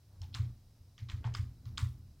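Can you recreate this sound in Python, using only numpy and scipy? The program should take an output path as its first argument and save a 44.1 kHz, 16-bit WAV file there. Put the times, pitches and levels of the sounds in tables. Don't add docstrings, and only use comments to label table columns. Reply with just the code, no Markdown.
import sys
import numpy as np
from scipy import signal
from scipy.fft import rfft, irfft
from scipy.io import wavfile
from scipy.ndimage import uniform_filter1d

SR = 44100
rng = np.random.default_rng(int(sys.argv[2]) if len(sys.argv) > 2 else 0)


def field_ratio(decibels):
    return 10 ** (np.asarray(decibels, dtype=float) / 20)


def bounce(signal):
    frames = np.transpose(np.atleast_2d(signal))
    limited = np.clip(frames, -1, 1)
    pcm = np.round(limited * 32767).astype(np.int16)
    wavfile.write(sys.argv[1], SR, pcm)


N = 97020


def read(points, hz):
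    f, value = np.transpose(points)
    return np.interp(np.log(hz + 1), np.log(f + 1), value)


def evened(x):
    return x / np.sqrt(np.mean(x ** 2) + 1e-20)


def add(mix, s, sound):
    part = mix[round(s * SR):][:len(sound)]
    part += sound[:len(part)]


def colour(x, points):
    hz = np.fft.rfftfreq(x.shape[-1], 1 / SR)
    return irfft(rfft(x) * field_ratio(read(points, hz)), x.shape[-1])


def ring(hz, db, t60, t):
    return field_ratio(db - 60 * t / max(t60, .001)) * np.sin(2 * np.pi * hz * t)


# (frequency [Hz], level [dB])
HISS_COLOUR = [(88, -34), (150, 1), (193, -23), (314, -13.5), (530, -18), (595, -17.5), (1540, -28),
               (3910, -28.5), (15500, -31)]


def hiss():
    noise = rng.standard_normal(N)
    return field_ratio(-73.5) * evened(colour(noise, [(60, -85)] + HISS_COLOUR))


# (frequency [Hz], width [Hz], level [dB])
FAN_WHINES = [(5120, 980, -82), (3930, 110, -90)]


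def fan_whine():
    hz = np.fft.rfftfreq(N, 1 / SR)
    out = np.zeros(N)
    for f, width, db in FAN_WHINES:
        band = rfft(rng.standard_normal(N)) / (1 + ((hz - f) / width) ** 2)
        out += field_ratio(db) * evened(irfft(band, N))
    return out


# (time [s], spread [s], level [dB], frequency [Hz])
RUSTLES = [
    (0.148, 0.044, -76.5, 876),
    (.43, 0.055, -66.5, 390),
    (1.27, 0.076, -61, 390),
]


def paper_rustle():
    t = np.arange(N) / SR
    out = np.zeros(N)
    for s, spread, db, f in RUSTLES:
        grain = rng.standard_normal(N) * np.exp(-((t - s) / spread) ** 2)
        band = signal.butter(2, [f * 0.38, f * 1.27], "band", fs=SR)
        out += field_ratio(db) * 5 * signal.lfilter(*band, grain)
    return out


# (time [s], effort [dB])
HAND_EFFORT = [(0, -65.5), (.12, -58.5), (.3, -51.5), (0.498, -48.5), (.6, -61), (.75, -59), (.95, -64),
               (1.099, -49.5), (1.4, -46.5), (1.598, -54.5), (1.801, -46), (2, -53.5), (2.2, -58)]
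# (frequency [Hz], level [dB])
HAND_COLOUR = [(25, -5.5), (60, -5.5), (90, 4), (120, -1), (150, -12.5), (250, -18), (500, -39.5),
               (1500, -43.5)]


def shifting_hands():
    s, effort_db = np.transpose(HAND_EFFORT)
    noise = rng.standard_normal(N)
    rumble = evened(colour(noise, [(19, -20.5)] + HAND_COLOUR + [(4000, -65.5)]))
    return field_ratio(np.interp(np.arange(N) / SR, s, effort_db)) * rumble


def background():
    return hiss() + fan_whine() + paper_rustle() + shifting_hands()


# (frequency [Hz], level [dB], t60 [s])
DESK_LOW = [(85.7, 7, 0.27), (62.2, -8, 1), (35.2, -24.5, 0.49)]
DESK_HIGH = [(118.62, 5, 0.48), (171, -27.5, 0.29), (231.5, -13, 0.27)]
CONTACT_S = 0.0063
HOLD_S, LIFT_DB_PER_S = 0.158, 503


def push(way, low_db, high_db, share):
    t = np.arange(SR // 2) / SR
    force = np.sin(np.pi * np.clip(t[:2000] / CONTACT_S, 0, 1)) ** 2
    high = sum(ring(f, high_db + d, t60 * share, t) for f, d, t60 in DESK_HIGH)
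    low = sum(ring(f, low_db + d, t60 * share, t) for f, d, t60 in DESK_LOW)
    stilled = field_ratio(-LIFT_DB_PER_S * np.maximum(t - HOLD_S * share, 0))
    return np.sign(way) * signal.fftconvolve(force / force.sum(), (high - low) * stilled)


# (time [s], direction [+1 or -1], low tones [dB], high tones [dB], ring time [share of t60])
DESK_PUSHES = [(0.202, 1, -44, -50, 1.28), (0.223, 1, -46, -51, 0.35), (0.344, 1, -61, -45, 1),
               (0.391, 1, -33.5, -28, 0.85), (0.801, 1, -56.5, -78, 2.1), (0.987, 1, -65, -53.5, 1),
               (1.0147, 1, -43, -40, 0.85), (1.13, 1, -33.5, -35.5, 0.42), (1.174, 1, -44, -54, 0.64),
               (1.20, 1, -38.5, -53, 0.36), (1.250, -1, -51, -31, 1.01), (1.3859, 1, -32.5, -31.5, .8),
               (1.655, 1, -45, -40, 0.93), (1.702, 1, -46, -50, 0.71), (1.795, 1, -47, -51, 0.76),
               (1.819, 1, -31.5, -29.5, 0.86)]


def desk_thumps():
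    desk = np.zeros(N)
    for s, *settings in DESK_PUSHES:
        add(desk, s, push(*settings))
    return signal.lfilter(*signal.butter(2, 37.4, "high", fs=SR), desk)


# (frequency [Hz], level [dB], t60 [s])
KEY_TONES = [(1500, -5, .007), (2050, -5, .006), (2650, -5, .005), (3200, 0, .007), (3600, -2, .006),
             (4120, 0, .007), (4650, -6, .004), (5200, 0, .007), (5850, -5, .004), (6500, -5, .005),
             (7200, -5, .004), (8150, -6, .004), (9400, -10, .003), (12000, -8, .002)]
TICK_RISE_S, DETUNE = 0.0002, .012
RATTLE_SHARE, SCRAPE_S = 0.13, 0.018


def tick(db, hz, rattle, reach, chance):
    t = np.arange(1024) / SR
    hits = chance[:1024] ** 3 * (t < rattle) * RATTLE_SHARE
    hits[0] = np.exp(-(rattle / SCRAPE_S) ** 2)
    body = np.zeros(len(t))
    for k, (f, d, t60) in enumerate(KEY_TONES):
        tuned = f * (1 + DETUNE * chance[-k - 1])
        level = d - 6 * (np.log2(f / hz) / reach) ** 2
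        body += ring(tuned, level, t60, t) * np.sign(chance[-k - 20])
    sound = signal.fftconvolve(hits, body * (1 - np.exp(-t / TICK_RISE_S)))
    return field_ratio(db) * sound / abs(sound).max()


# (time [s], level [dB], brightness [Hz], rattle [s], reach [octaves])
KEY_TICKS = [(0.2165, -42.5, 5000, .0012, 0.63), (0.231, -55, 3550, 0.012, 0.22),
             (.328, -53, 3550, 0.019, 0.47), (0.3417, -33.5, 3550, 0.00075, 0.38),
             (0.3468, -32, 4020, 0.0032, 1.06), (0.9797, -46, 2670, 0.00076, 0.76),
             (1.0861, -45, 3260, 0.0051, 0.98), (1.0911, -48, 3000, 0.0026, .9),
             (1.0986, -34, 2960, 0.00071, 0.68), (1.23, -57, 1400, 0.008, 0.23),
             (1.2419, -41.5, 2310, 0.00052, 0.47), (1.262, -55, 4700, 0.012, 0.97),
             (1.338, -39, 3900, 0.0065, 1.1), (1.3496, -29, 3450, .0009, 0.74),
             (1.6549, -52.5, 4330, 0.002, 0.55), (1.7745, -34.5, 3630, .0012, 0.54),
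             (1.7785, -28, 4280, .002, 0.91)]


def key_ticks():
    keys = np.zeros(N)
    chance = rng.standard_normal((30, 1100))
    for (s, *settings), pattern in zip(KEY_TICKS, chance):
        add(keys, s, tick(*settings, pattern))
    return keys


# (frequency [Hz], t60 [s])
TAIL_TIMES = [(500, .3), (1500, 0.25), (4000, 0.32), (8000, 0.29), (14000, 0.72)]
# (frequency [Hz], level [dB])
ROOM_COLOUR = [(1000, 3.5), (2000, 8), (2600, 3), (4000, 1.5), (6200, -2), (8200, -1), (15000, 2.5)]
TAIL_RISE_S = 0.0032
WALL_S, WALL_DB, WALL_SPREAD_S = 0.026, -4, 0.002
EDGE_SHARE, CASE_OCT, EDGE_ORDER = .76, .3, 12
SHELF_DB = -21
LUMPY_DB = 3


def room(tilt_db=0, case_db=0, case_hz=600, top_hz=9000):
    t = np.arange(SR // 2) / SR
    wall = field_ratio(WALL_DB) * np.exp(-((t - WALL_S) / WALL_SPREAD_S) ** 2)
    shape = (1 - np.exp(-t / TAIL_RISE_S)) * (1 + wall)
    hz, at, z = signal.stft(rng.standard_normal(len(t)), SR, nperseg=256)
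    hz = hz[:, None] + 1
    bump = case_db * np.exp(-(np.log2(hz / case_hz) / CASE_OCT) ** 2)
    db = read(ROOM_COLOUR, hz) + tilt_db * np.log2(hz / 2000) + bump
    z = z * field_ratio(db - 60 * at / read(TAIL_TIMES, hz))
    z = z / np.sqrt(1 + (EDGE_SHARE * case_hz / hz) ** EDGE_ORDER)
    z = z * (field_ratio(SHELF_DB) + 1 / np.sqrt(1 + (hz / top_hz) ** (2 * EDGE_ORDER)))
    lumps = evened(uniform_filter1d(rng.standard_normal(z.shape), size=12, axis=0))
    z = z * field_ratio(LUMPY_DB * lumps)
    tail = shape * signal.istft(z, SR, nperseg=256)[1][:len(t)]
    return tail / np.sqrt(np.mean(tail[:2000] ** 2))


# (time [s], level [dB], tilt [dB per octave], case share [dB], case pitch [Hz])
ROOM_ANSWERS = [
    (.2172, -65, 4.5, 24, 806),
    (.345, -52, -0.5, 7.5, 1130),
    (0.981, -64.5, -1.3, -12, 1300),
    (1.092, -56, -1.5, 2.5, 1130),
    (1.2411, -53.5, -5.5, 7.5, 945),
    (1.345, -52, -0.5, 3, 1200),
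    (1.6571, -68, 5.8, 16, 1080),
    (1.776, -49, 0.5, 12.5, 1130),
]
TOP_HZ, TOP_OCT_PER_DB = 8300, .022


def room_answers():
    wet = np.zeros(N)
    for s, db, *settings in ROOM_ANSWERS:
        top_hz = TOP_HZ * 2 ** (TOP_OCT_PER_DB * (db + 49))
        add(wet, s, field_ratio(db) * room(*settings, top_hz))
    return wet


# (frequency [ratio to its pitch], level [dB])
CASE_TONES = [(1, 0), (1.2, -7), (1.7, -8), (.3, -16)]
KNOCK_RISE_S = 0.00082


def knock(db, hz, t60):
    t = np.arange(4096) / SR
    tones = sum(ring(hz * ratio, db + d, t60, t) for ratio, d in CASE_TONES)
    return (1 - np.exp(-t / KNOCK_RISE_S)) * tones


# (time [s], level [dB], pitch [Hz], t60 [s])
CASE_KNOCKS = [
    (.219, -55, 804, 0.022),
    (.349, -39.5, 1367, 0.021),
    (0.98, -59.5, 1216, 0.051),
    (1.089, -47, 1190, .02),
    (1.098, -44.5, 1200, 0.011),
    (1.2438, -39, 885, 0.039),
    (1.3492, -30.5, 1206, 0.016),
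    (1.655, -60.5, 1170, 0.025),
    (1.7783, -34, 1223, 0.017),
]


def case_knocks():
    case = np.zeros(N)
    for s, *settings in CASE_KNOCKS:
        add(case, s, knock(*settings))
    return case


# (frequency [Hz], level [dB])
SIDE_COLOUR = [(100, -48.5), (300, -34), (700, -24), (1500, -19.5), (3000, -9), (8000, -7.5), (11500, -8),
               (13000, -27)]
ECHO_DB = -16


def scene():
    keys = key_ticks() + case_knocks()
    wet = room_answers()
    echo = room()
    keys = keys + field_ratio(ECHO_DB) * signal.fftconvolve(keys, echo / np.linalg.norm(echo))[:N]
    mid = keys + wet + desk_thumps() + background()
    side = colour(background(), SIDE_COLOUR)
    return np.array([mid + side, mid - side])


def roll_off(x):
    return signal.sosfilt(signal.butter(12, 15840, fs=SR, output="sos"), x)


def record(dry):
    return roll_off(dry)


dry = scene()
out = record(dry)
bounce(out)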